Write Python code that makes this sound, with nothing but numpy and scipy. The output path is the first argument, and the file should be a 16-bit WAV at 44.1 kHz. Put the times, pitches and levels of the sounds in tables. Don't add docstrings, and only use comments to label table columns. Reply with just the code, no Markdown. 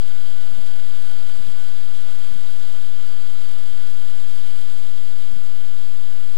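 import sys
import numpy as np
from scipy import signal
from scipy.fft import rfft, irfft, next_fast_len
from scipy.io import wavfile

SR = 44100
rng = np.random.default_rng(int(sys.argv[2]) if len(sys.argv) > 2 else 0)


def amp(db):
    return 10 ** (np.asarray(db, float) / 20)


def write(x):
    x = np.atleast_2d(x).T
    wavfile.write(sys.argv[1], SR, np.round(np.clip(x, -1, 1) * 32767).astype(np.int16))


N = 280917

# time_s, mean_blade_rate_hz, rotor_speed_spread (0-2, from leaning), hiss_db
HOVER = [(0, 210.6, 1.1, -49.5), (.55, 211.2, .85, -49.5), (.9, 211.8, .6, -49.5), (1.2, 209.2, 1.036, -49),
         (1.75, 212.2, 1.36, -49.5), (2.05, 209.1, 1.0, -48.5), (2.6, 210.5, 1.13, -49.5),
         (3.2, 210.3, 0.66, -49.5), (3.5, 210.8, 0.59, -49.5), (4.1, 209.3, .9, -49.5),
         (4.45, 210, .9, -49), (5.1, 207.5, 1.0, -50.5), (5.5, 209.3, .9, -50.5), (6.37, 208.5, 1.0, -50.5)]
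ROTOR_LEAN_HZ = [6.5, 2.0, -2.5, -7.0]
ROTOR_DB = [-10, -4.5, -6.5, -14]


def drone():
    mean_hz, spread, hiss_db = in_time(HOVER)
    tones, hiss = 0, 0
    for lean_hz, rotor_db in zip(ROTOR_LEAN_HZ, ROTOR_DB):
        blade_hz = (mean_hz + spread * lean_hz) * (1 + 0.004 * drift(3.0))
        turn = 2 * np.pi * (np.cumsum(blade_hz) / SR + rng.random())
        tones += blade_tones(turn, rotor_db, hiss_db)
        hiss += chopped_hiss(turn)
    return tones + amp(hiss_db + 6) * case_hiss(hiss)


# multiple_of_blade_rate, level_db, bearing_group (row of BEARING)
BLADE_ORDERS = [(1, -16, 0.5), (2, -3.5, 1), (3, -5.5, 0), (4, -3.5, 2), (5, -12.5, 2), (6, -4.5, 2),
                (7, 2.5, 2.2), (8, -7.5, 2), (14, -1, 2), (15, -5.5, 2), (22, -1, 2), (50, -12, 2),
                (10, -7, 2.6)]
# start_db (over the hiss), slope_db_per_s, until_s
BEARING = [
    (2.5, -1.42, 4.0),
    (-12.5, 1.82, 4.36),
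    (-6.5, -0.61, 4.5),
]


def blade_tones(turn, rotor_db, hiss_db):
    seconds = np.arange(N) / SR
    bearing_gain = []
    for start_db, slope, until in BEARING:
        bearing_gain.append(amp(hiss_db + start_db + slope * np.minimum(seconds, until)))
    fading = [amp(rotor_db + 4.0 * drift(4.0)) for _ in range(3)]
    tones = 0
    for k, (multiple, db, group) in enumerate(BLADE_ORDERS):
        gain = fading[k % 3] * amp(db) * bearing_gain[int(group)]
        tones += gain * np.sin(round(multiple) * turn + 6 * rng.random())
    return tones


def chopped_hiss(turn):
    chop_db = 6.2 * 0.35 * np.cos(turn)
    gust_db = 0.2 * drift(25) + 1.3 * drift(130)
    return rng.standard_normal(N) * amp(chop_db + gust_db)


# frequency_hz, density_db (per Hz)
HISS = [(30, -27), (120, -15), (300, -12.5), (900, -9), (1300, -6.5), (2600, -10), (4200, -12.5),
        (6000, -18.5), (9500, -21.5), (11500, -26.5), (13500, -25), (14600, -23)]
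# centre_hz, width_hz, lift_db
CASE = [(1412, 214, 2.5), (3182, 298, 10), (3718, 480, 7), (4640, 427, 7), (5520, 240, 4.5), (6514, 280, 5),
        (7383, 450, 9.5), (8114, 270, 8.5), (8756, 603, 11.5), (10250, 980, 2.5), (15230, 420, 9)]


def case_hiss(hiss):
    highpass = signal.butter(2, 3300, "high", fs=SR, output="sos")
    treble = signal.sosfiltfilt(highpass, hiss)
    flutter = amp(0.64 * drift(12.0) + 0.71 * drift(200))
    return coloured(hiss + treble * (flutter - 1), HISS, CASE)


def crosstalk(craft):
    return amp(-13.5) * signal.filtfilt(*signal.butter(1, 9100, fs=SR), craft)


def stray_hiss():
    return amp(-60) * coloured(rng.standard_normal(N), HISS, CASE)


# frequency_hz, density_db (per Hz)
CIRCUIT = [(30, 1.5), (300, 0), (1000, -3), (3000, -10.5), (6000, -20.5), (10000, -20.5), (15000, -26)]


def circuit_noise():
    return amp(-56) * coloured(rng.standard_normal(N), CIRCUIT)


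def in_time(rows):
    s, *columns = np.transpose(rows)
    return [np.interp(np.arange(N) / SR, s, c) for c in columns]


def drift(rate):
    pole = np.exp(-80 * np.pi * rate / SR)
    noise = rng.standard_normal(N // 40 + 2002)
    slow = signal.lfilter([1], [1, -2 * pole, pole * pole], noise)[2000:]
    return np.interp(np.arange(N) / 40, np.arange(len(slow)), rms_one(slow - slow.mean()))


def rms_one(x):
    return x / np.sqrt(np.mean(x ** 2) + 1e-20)


def at_hz(points, hz):
    frequency_hz, level_db = np.transpose(points)
    return np.interp(np.log(hz), np.log(frequency_hz), level_db)


TOP_HZ = 15340


def coloured(x, spectrum, bumps=()):
    size = next_fast_len(N)
    hz = np.arange(size // 2 + 1) * SR / size + 1
    shape_db = at_hz(spectrum, hz)
    for centre, width, lift_db in bumps:
        shape_db = shape_db + lift_db * np.exp(-2 * ((hz - centre) / width) ** 2)
    shape_db -= np.interp(hz, TOP_HZ + np.array([0, 15, 130, 160]), [0, 24, 30, 80])
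    return rms_one(irfft(rfft(x, size) * amp(shape_db), size)[:N])


def scene():
    craft = drone()
    left = crosstalk(craft) + stray_hiss() + circuit_noise()
    return np.array([left, craft])


CAMERA_SR, HOP, GRID = 48000, 1024, 504
TOP_LINE = 656
# frequency_hz, step_db
STEP = [(100, -22), (1000, -23), (4700, -24), (7000, -27), (12000, -29), (15000, -28)]
# from_block, step_db
OFFSET_STEP = [
    (-2, 21.07),
    (0, 22.58),
    (58, 21.07),
    (174, 22.58),
    (214, 21.07),
]
# start_s, length_s
BASS_GAPS = [(.03, .1), (.2, .18), (.62, .18), (1.03, .12), (1.29, .07), (1.54, .12), (1.75, .21),
             (2.12, .1), (2.43, .25), (3.49, .1), (3.94, .23), (4.93, .35), (5.42, .12), (5.66, .25),
             (6.0, .23)]


def rounding_steps(blocks):
    line_hz = (np.arange(TOP_LINE) + 0.5) * CAMERA_SR / 2 / HOP
    scatter_db = 2.0 * np.repeat(rng.standard_normal((2, len(blocks), TOP_LINE // 16)), 16, axis=2)
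    steps = at_hz(STEP, line_hz) + scatter_db + [[[0]], [[-4]]]
    middle_s = ((blocks + 1) * HOP + GRID) / CAMERA_SR
    flickers = rng.random(len(blocks)) < 0.45
    empty_hz = rng.uniform(180, 310, len(blocks)) * flickers
    for start, length in BASS_GAPS:
        inside = (middle_s > start) & (middle_s < start + length + 0.02)
        empty_hz[inside] = rng.uniform(270, 335)
    steps[0][line_hz < empty_hz[:, None]] = 20
    since, offset_db = np.transpose(OFFSET_STEP)
    steps[0, :, 0] = offset_db[np.searchsorted(since, blocks, "right") - 1]
    return steps


def rounding(x, window, step_db):
    half, step = window.shape[-1] // 2, amp(step_db)
    line = np.arange(step.shape[-1]) + 0.5
    sample = np.arange(2 * half) + 0.5 + half / 2
    basis = np.cos(np.pi / half * np.outer(line, sample)).astype("f")
    lines = (x * window).astype("f") @ basis.T / step
    whole = np.sign(lines) * np.floor(np.abs(lines) ** 0.75 + 0.4054) ** (4 / 3)
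    return ((whole - lines) * step).astype("f") @ basis * window * 2 / half


# first_block, count_blocks, short_step_db,
# leaving_low_db (lines 0-3), leaving_next_db (lines 4-7)
SWITCHES = [
    (24, 2, 15.42, 24.08, 16.55),
    (65, 3, 18.43, 24.08, 14.8),
    (108, 1, 18.43, 22.6, 14.8),
    (249, 1, 18.43, 22.6, 14.8),
]
ENTER_STEPS = [21.07, 10.54, 10.54, 6.02, 0]
LEAVE_STEPS = [12.04, 3.01, -6]


def camera_blocks(dry):
    offset = np.array([[0.448], [0]])
    x = np.pad(signal.resample_poly(dry, 160, 147, axis=1), [(0, 0), (3 * HOP,) * 2]) + offset
    blocks = np.arange(-2, x.shape[1] // HOP - 5)
    starts = (blocks + 3) * HOP + GRID
    long, short = (np.sin(np.pi * (np.arange(n) + 0.5) / n) for n in (2048, 256))
    entering = np.r_[long[:HOP], np.ones(448), short[128:], np.zeros(448)]
    windows = np.tile(long, (len(blocks), 1))
    steps = rounding_steps(blocks)
    error = np.zeros(x.shape)
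    for first, count, short_db, low_db, next_db in SWITCHES:
        k = first + 2
        after = k + count
        windows[k - 1], windows[k:after], windows[after] = entering, 0, entering[::-1]
        steps[0, k - 1, :20] = np.repeat(ENTER_STEPS, 4)
        steps[0, after, :20] = np.repeat([low_db, next_db, *LEAVE_STEPS], 4)
        for i in starts[k] + 448 + 128 * np.arange(8 * count):
            error[0, i:i + 256] += rounding(x[0, i:i + 256], short, [short_db] * 4)
    changes = rounding(x[:, starts[:, None] + np.arange(2 * HOP)], windows, steps)
    for k, i in enumerate(starts):
        error[:, i:i + 2 * HOP] += changes[:, k]
    rounded = signal.resample_poly(x - offset + error, 147, 160, axis=1)
    lead = round(3 * HOP * 147 / 160)
    return offset + rounded[:, lead:][:, :N]


def top_cut(x):
    return signal.sosfilt(signal.butter(12, 15840, fs=SR, output="sos"), x)


def record(dry):
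    mix = camera_blocks(dry)
    return top_cut(mix)


dry = scene()
out = record(dry)
write(out)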